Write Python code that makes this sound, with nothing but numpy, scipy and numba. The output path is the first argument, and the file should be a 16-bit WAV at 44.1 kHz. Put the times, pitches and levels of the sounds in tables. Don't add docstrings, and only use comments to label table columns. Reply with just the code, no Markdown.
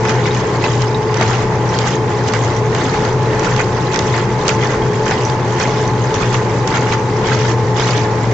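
import sys
import numpy as np
from scipy import signal
from scipy.fft import rfft, irfft
from scipy.io import wavfile
from scipy.ndimage import uniform_filter1d
from numba import njit

SR = 44100
rng = np.random.default_rng(int(sys.argv[2]) if len(sys.argv) > 2 else 0)


def transcribe(signal):
    frames = np.atleast_2d(signal).T
    limited = np.clip(frames, -1, 1)
    pcm = np.round(limited * 32767).astype(np.int16)
    wavfile.write(sys.argv[1], SR, pcm)


N = 367353
STROKE_S = .5515


def undb(db):
    return 10 ** (np.asarray(db) / 20)


def unit(x):
    return x / np.sqrt(np.mean(x ** 2))


def envelope(points):
    return np.interp(np.arange(N) / SR, *np.transpose(points))


def eq_curve(points):
    hz, db = np.transpose(points)
    bin_hz = np.arange(N // 2 + 1) * SR / N
    return undb(np.interp(np.log(bin_hz + 1), np.log(hz), db))


def eq(x, points):
    return irfft(rfft(x) * eq_curve(points), N)


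def band(x, points):
    return unit(eq(x, [(points[0][0] / 2, -60), *points, (points[-1][0] * 2, -60)]))


def noise():
    return rng.standard_normal((2, N))


def drift(rate_hz):
    hold = max(int(SR / rate_hz), 1)
    steps = np.repeat(rng.standard_normal(N // hold + 1), hold)
    return unit(uniform_filter1d(uniform_filter1d(steps, hold), hold)[:N])


def tone(hz):
    return np.sqrt(2) * np.sin(2 * np.pi * np.cumsum(hz) / SR)


def swell(centre_s, width_s):
    return np.exp(-.5 * ((np.arange(N) / SR - centre_s) / width_s) ** 2)


def stroke_lfo(peak_s):
    return np.cos(2 * np.pi * (np.arange(N) / SR - peak_s) / STROKE_S)


def drum_reverb(dry, t60_s, wet_db):
    t = np.arange(SR // 4) / SR
    tails = rng.standard_normal((2, 2, len(t))) * undb(-60 * t / t60_s) * (t > .002)
    tails /= np.sqrt(np.sum(tails ** 2, axis=(1, 2), keepdims=True))
    echoes = signal.fftconvolve(dry[None], tails, axes=2).sum(axis=1)[:, :N]
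    return (dry + undb(wet_db) * echoes) / np.hypot(1, undb(wet_db))


# freq_hz, gain_db
RUMBLE_EQ = [(20, -3), (60, 0), (100, -5), (270, -4.5), (490, 2.5), (680, -4.5), (950, -1), (1300, -10),
             (2000, -11.5), (3000, -25), (6500, -26.5), (8000, -38)]
# pitch_hz, bandwidth_hz, level_db
PANEL_MODES = [(124.4, 25, -23.5), (180.5, 36, -30.5), (361.2, 39, -27.5), (440, 63, -28),
               (848, 110, -31.5), (1042, 58, -33.5)]
def cabinet(rumble_db=-23, flicker_db=1):
    bed = undb(rumble_db + flicker_db * drift(14)) * band(noise(), RUMBLE_EQ)
    for hz, width_hz, db in PANEL_MODES:
        b, a = signal.iirpeak(hz, hz / width_hz / 2, fs=SR)
        bed += undb(db) * unit(signal.lfilter(b, a, signal.lfilter(b, a, noise())))
    return bed


# pitch_hz, level_db
BELT_TONES = [(90, -36.5), (185, -35.5)]
def belt():
    return sum(undb(db) * tone(np.full(N, hz)) for hz, db in BELT_TONES)


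# time_s, level_db
HUM_RIDE = [(0, -19), (.17, -13), (.32, -24.5), (.7, -18), (1.1, -16.5), (2.0, -19), (3.2, -18),
            (4.1, -17.5), (4.9, -22.5), (5.4, -19.5), (5.9, -19), (6.4, -17.5), (7.1, -20), (7.55, -14.5),
            (8.33, -18)]
def motor(mains_hz=60, trim_db=-1.5, dip_delay_s=.035, dip_width_s=.038, rebound=.27, rebound_delay_s=.16):
    level_db = envelope(HUM_RIDE) + trim_db + .6 * drift(16)
    for start_s, *_, dip_db in AGITATOR_STROKES:
        level_db -= dip_db * swell(start_s + dip_delay_s, dip_width_s)
        level_db += dip_db * rebound * swell(start_s + rebound_delay_s, dip_width_s)
    pitch_hz = 2 * mains_hz + 2.002 * drift(14) + 6 * drift(90)
    return undb(level_db) * tone(pitch_hz)


# time_s, level_db
WHINE_RIDE = [(0, -22.5), (.5, -24.5), (.9, -26.5), (1.15, -20.5), (1.65, -27), (2.0, -26.5), (2.7, -24.5),
              (3.3, -25.5), (3.95, -29), (4.2, -22.5), (5.2, -26.5), (6.3, -28), (7.0, -27), (7.35, -22),
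              (8.33, -26)]
def gearbox(mesh_hz=433.7, octave_db=-27.5, sag=.02, flutter=.009, chatter=.012, wander_db=2, slack_db=4):
    load = stroke_lfo(peak_s=.228) ** 4
    reversal = np.maximum(stroke_lfo(peak_s=.53), 0) ** 4
    pitch_hz = mesh_hz * (1 - sag * load + flutter * drift(45) + chatter * drift(160))
    whine = undb(envelope(WHINE_RIDE) + wander_db * drift(18)) * tone(pitch_hz)
    octave = undb(octave_db - slack_db * reversal + wander_db * drift(16)) * tone(2 * pitch_hz)
    return whine + octave


# pitch_hz, level_db, t60_s
TUB_MODES = [(212, 1, .12), (329, 1, 0.059), (640, 1, 0.073), (755, 4.5, 0.03), (906, 3, 0.061),
             (1260, -3, 0.022)]
# start_s, level_db
KNOCK_CUES = [(1.2092, -3.5), (4.268, -16.5), (5.675, -10)]
def knocks(trim_db=-7):
    t = np.arange(SR // 4) / SR
    thud = sum((-1) ** k * undb(db - 60 * t / t60_s) * np.sin(2 * np.pi * hz * t)
               for k, (hz, db, t60_s) in enumerate(TUB_MODES))
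    hits = np.zeros(N)
    for start_s, db in KNOCK_CUES:
        hits[int(start_s * SR)] = undb(db + trim_db)
    return signal.fftconvolve(hits, thud)[:N]


@njit
def bubble_pings(start_sample, hz, cycles, gains, glide):
    out = np.zeros((2, N))
    for k in range(len(start_sample)):
        start, length = int(start_sample[k]), int(cycles[k] * SR / hz[k]) + 1
        fade = np.exp(-5.8 / length)
        phase, level = 0., 1.
        for i in range(min(length, N - start)):
            phase += 2 * np.pi * hz[k] * (1 + glide * i / length) / SR
            level *= fade
            ping = level * np.sin(phase)
            out[0, start + i] += gains[k, 0] * ping
            out[1, start + i] += gains[k, 1] * ping
    return out


# start_s, level_db, pitch_hz
DROP_CUES = [(0.262, -20, 3500), (0.309, -16, 3740), (0.64, -10, 2590), (0.946, -15.5, 3780),
             (1.691, -15, 5660), (2.5656, -16, 5800), (3.1288, -21, 5900), (4.8209, -20, 3220),
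             (5.0577, -17, 6080), (5.251, -9.5, 5930), (5.598, -12, 5760), (5.8775, -18, 6000),
             (6.1414, -12, 5900), (6.6204, -25, 5800)]
def drops(trim_db=1, cycles=50., glide=.044, spread=.74):
    start_s, db, hz = np.transpose(DROP_CUES)
    gain = undb(db + trim_db)
    mid_side = np.column_stack([gain, gain * spread * rng.uniform(-1, 1, len(hz))])
    plinks = bubble_pings(start_s * SR, hz.copy(), np.full(len(hz), cycles), mid_side, glide)
    return drum_reverb(plinks, t60_s=.083, wet_db=-1.5)


# start_s, level_db, burst_offset_db
SPLAT_CUES = [(0.0503, -20.5, 15), (0.094, -9.5, 0), (0.3467, -13.5, -4), (0.641, -19.5, 4),
              (0.819, -9, -3), (1.142, -11, -2), (1.211, -6, -5), (1.2255, -25, 4), (1.7873, -5, -6),
              (1.8734, -11.5, -5), (2.285, -11, -2), (2.3354, -10, 5.5), (2.748, -8, 0), (2.94, -20, 9),
              (3.05, -14, 4), (3.394, -12, -11), (3.5623, -8, -6), (3.9428, -8.5, -2), (3.959, -6, 0),
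              (3.9902, -5, -5), (4.4804, 3, -13), (4.4904, -2.5, -7), (5.062, -18, 11), (5.1094, -11, 5.5),
              (5.2978, -12, -19), (5.6, -11.5, 1), (5.6724, -16, -3), (6.1414, -11, -5), (6.342, -13, 9.5),
              (6.6747, -7.5, -4), (6.7604, -18, -9), (6.9217, -17, 5), (7.4819, -15, -3), (7.7965, -6, -3),
              (7.876, -14, -8), (7.9766, -14, -11)]
def splats(crack_db=-2, burst_db=-8, attack_s=.0011, crack_decay_s=.0018, burst_decay_s=.008):
    t = np.arange(N) / SR
    crack, burst = np.zeros(N), np.zeros(N)
    for start_s, db, offset_db in SPLAT_CUES:
        i = int(start_s * SR)
        age = t[:min(SR // 10, N - i)]
        onset = undb(db) * (1 - np.exp(-age / attack_s))
        crack[i:i + len(age)] += onset * undb(crack_db) * np.exp(-age / crack_decay_s)
        burst[i:i + len(age)] += onset * undb(burst_db + offset_db) * np.exp(-age / burst_decay_s)
    slaps = crack * band(noise(), SPRAY_EQ) + burst * band(noise(), SLOSH_EQ)
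    return drum_reverb(slaps, t60_s=.14, wet_db=-12)


def bubble_cloud(low_hz, high_hz, cycles, scatter_db, glide, count):
    when, pitch, life, loudness, place = rng.random((count, 5)).T
    hz = low_hz * (high_hz / low_hz) ** pitch
    gain = hz * undb(-scatter_db * np.log(.02 + .98 * loudness))
    mid_side = np.column_stack([gain, gain * np.sqrt(2) * np.cos(2 * np.pi * place)])
    return unit(bubble_pings(when * N, hz, cycles * (.5 + life), mid_side, glide))


# start_s, length_s, drag_db, surge_delay_s, surge_db,
# backwash_delay_s, backwash_db, spray_offset_db, hum_dip_db
AGITATOR_STROKES = [(0.028, .37, -26.5, .075, -18, .245, -25.5, -0.5, 5),
                    (0.589, .26, -28, 0.061, -18, .235, -28.5, 0.5, 5),
                    (1.14, 0.27, -25, 0.082, -18, .205, -25, -2, 4),
                    (1.696, 0.24, -26, .045, -26, .18, -22.5, -0.5, 1),
                    (2.256, 0.28, -29, .092, -22.5, .21, -30.5, 1, 11),
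                    (2.746, .345, -27.5, 0.11, -33.5, .202, -22.5, -0.5, 2),
                    (3.389, .26, -28.5, .058, -23, .208, -17.5, 0, 10),
                    (3.902, 0.31, -27, 0.042, -25, .24, -21.5, 1, 8),
                    (4.441, 0.28, -25.5, .055, -23, 0.3, -28.5, -1.5, 12),
                    (5.043, 0.25, -30, 0.079, -20.5, .20, -26.5, 1, 3.5),
                    (5.584, 0.26, -29, 0.033, -20, 0.17, -29, 1, 5),
                    (6.125, .26, -28, 0.1, -23, .218, -23.5, 0, 7),
                    (6.663, 0.28, -28, 0.099, -15.5, .272, -22.5, 0.5, 8),
                    (7.234, 0.26, -25, 0.098, -22.5, 0.28, -28.5, 0.5, 2),
                    (7.742, 0.28, -24.5, .066, -19, .13, -25, 0.5, 1)]
def agitation(calm_db, swing_db, crest_db, fade_db_per_s, attack_s=.025, release_s=.04):
    t = np.arange(N) / SR
    power = undb(calm_db - swing_db * stroke_lfo(peak_s=.3)) ** 2
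    for start, length, drag_db, surge_s, surge_db, back_s, back_db, _, _ in AGITATOR_STROKES:
        age = t - start
        gate = np.clip(age / attack_s, 0, 1) * np.exp(-np.maximum(age - length, 0) / release_s)
        power += (undb(drag_db - fade_db_per_s * np.clip(age, 0, length)) * gate) ** 2
        power += (undb(surge_db + crest_db) * swell(start + surge_s, width_s=.016)) ** 2
        power += (undb(back_db + crest_db) * swell(start + back_s, width_s=.013)) ** 2
    return 10 * np.log10(power)


# freq_hz, gain_db
CHURN_EQ = [(70, -10.5), (150, -13), (220, -1), (320, -5), (520, -10), (900, -21)]
SLOSH_EQ = [(400, -4), (700, 0), (1200, 2), (2000, 0.5), (2700, -6), (4000, -17.5)]
SPRAY_EQ = [(1800, -16), (3000, 4.5), (4500, 2.5), (6200, 3.5), (7300, -1), (8000, -15)]
def water(churn_db=-27, churn_follow=.22, slosh_db=-.5, spray_db=-6, wash_db=-4.5, hiss_db=-5):
    ripple = drift(45)
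    surface_db = agitation(calm_db=-34, swing_db=2, crest_db=-1, fade_db_per_s=4.5) + 1.3 * ripple
    fizz_db = agitation(calm_db=-36, swing_db=3.5, crest_db=-5, fade_db_per_s=3) + 1.45 * ripple
    fizz_db += envelope([(start + length / 2, db) for start, length, *_, db, _ in AGITATOR_STROKES])
    pockets = bubble_cloud(108., 725, cycles=5.8, scatter_db=1.5, glide=.11, count=2400)
    gurgle = bubble_cloud(444, 3900, cycles=25, scatter_db=3, glide=.28, count=8000)
    crackle = bubble_cloud(2000, 8500, cycles=39, scatter_db=3.5, glide=.1, count=16000)
    churn = undb(churn_db + churn_follow * (surface_db - surface_db.mean())) * band(pockets, CHURN_EQ)
    slosh = undb(surface_db + slosh_db) * band(gurgle + undb(wash_db) * noise(), SLOSH_EQ)
    spray = undb(fizz_db + spray_db) * band(crackle + undb(hiss_db) * noise(), SPRAY_EQ)
    return churn + drum_reverb(slosh + spray, t60_s=.07, wet_db=-5)


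# freq_hz, side_gain_db
STEREO_WIDTH = [(60, -33), (250, -25.5), (500, -14), (1000, -7), (2000, -3.5), (4000, -1.5), (7000, -2)]
# freq_hz, left_minus_right_db
STEREO_BALANCE = [(60, 2), (250, 2), (500, 0.5), (1000, 1.5), (2000, -2.5), (4000, -3.5), (7000, -7.5)]
def scene():
    mid, side = cabinet() + water() + splats() + drops()
    mid = mid + motor() + belt() + gearbox() + knocks()
    side = eq(side, STEREO_WIDTH)
    lean = eq_curve(STEREO_BALANCE)
    pan = np.array([2 * lean, np.full_like(lean, 2)]) / (1 + lean)
    return irfft(rfft(np.array([mid + side, mid - side])) * pan, N)


def record(dry, target_db=-13.5, squeeze=.28, window_s=.014, ceiling=.76, top_hz=8000):
    power = uniform_filter1d(np.mean(dry ** 2, axis=0), int(window_s * SR))
    even = dry * (undb(target_db) / np.sqrt(power)) ** squeeze
    rounded = even / (1 + (even / ceiling) ** 8) ** (1 / 8)
    return signal.sosfilt(signal.ellip(10, .3, 80, top_hz, fs=SR, output="sos"), rounded)


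dry = scene()
out = record(dry)
transcribe(out)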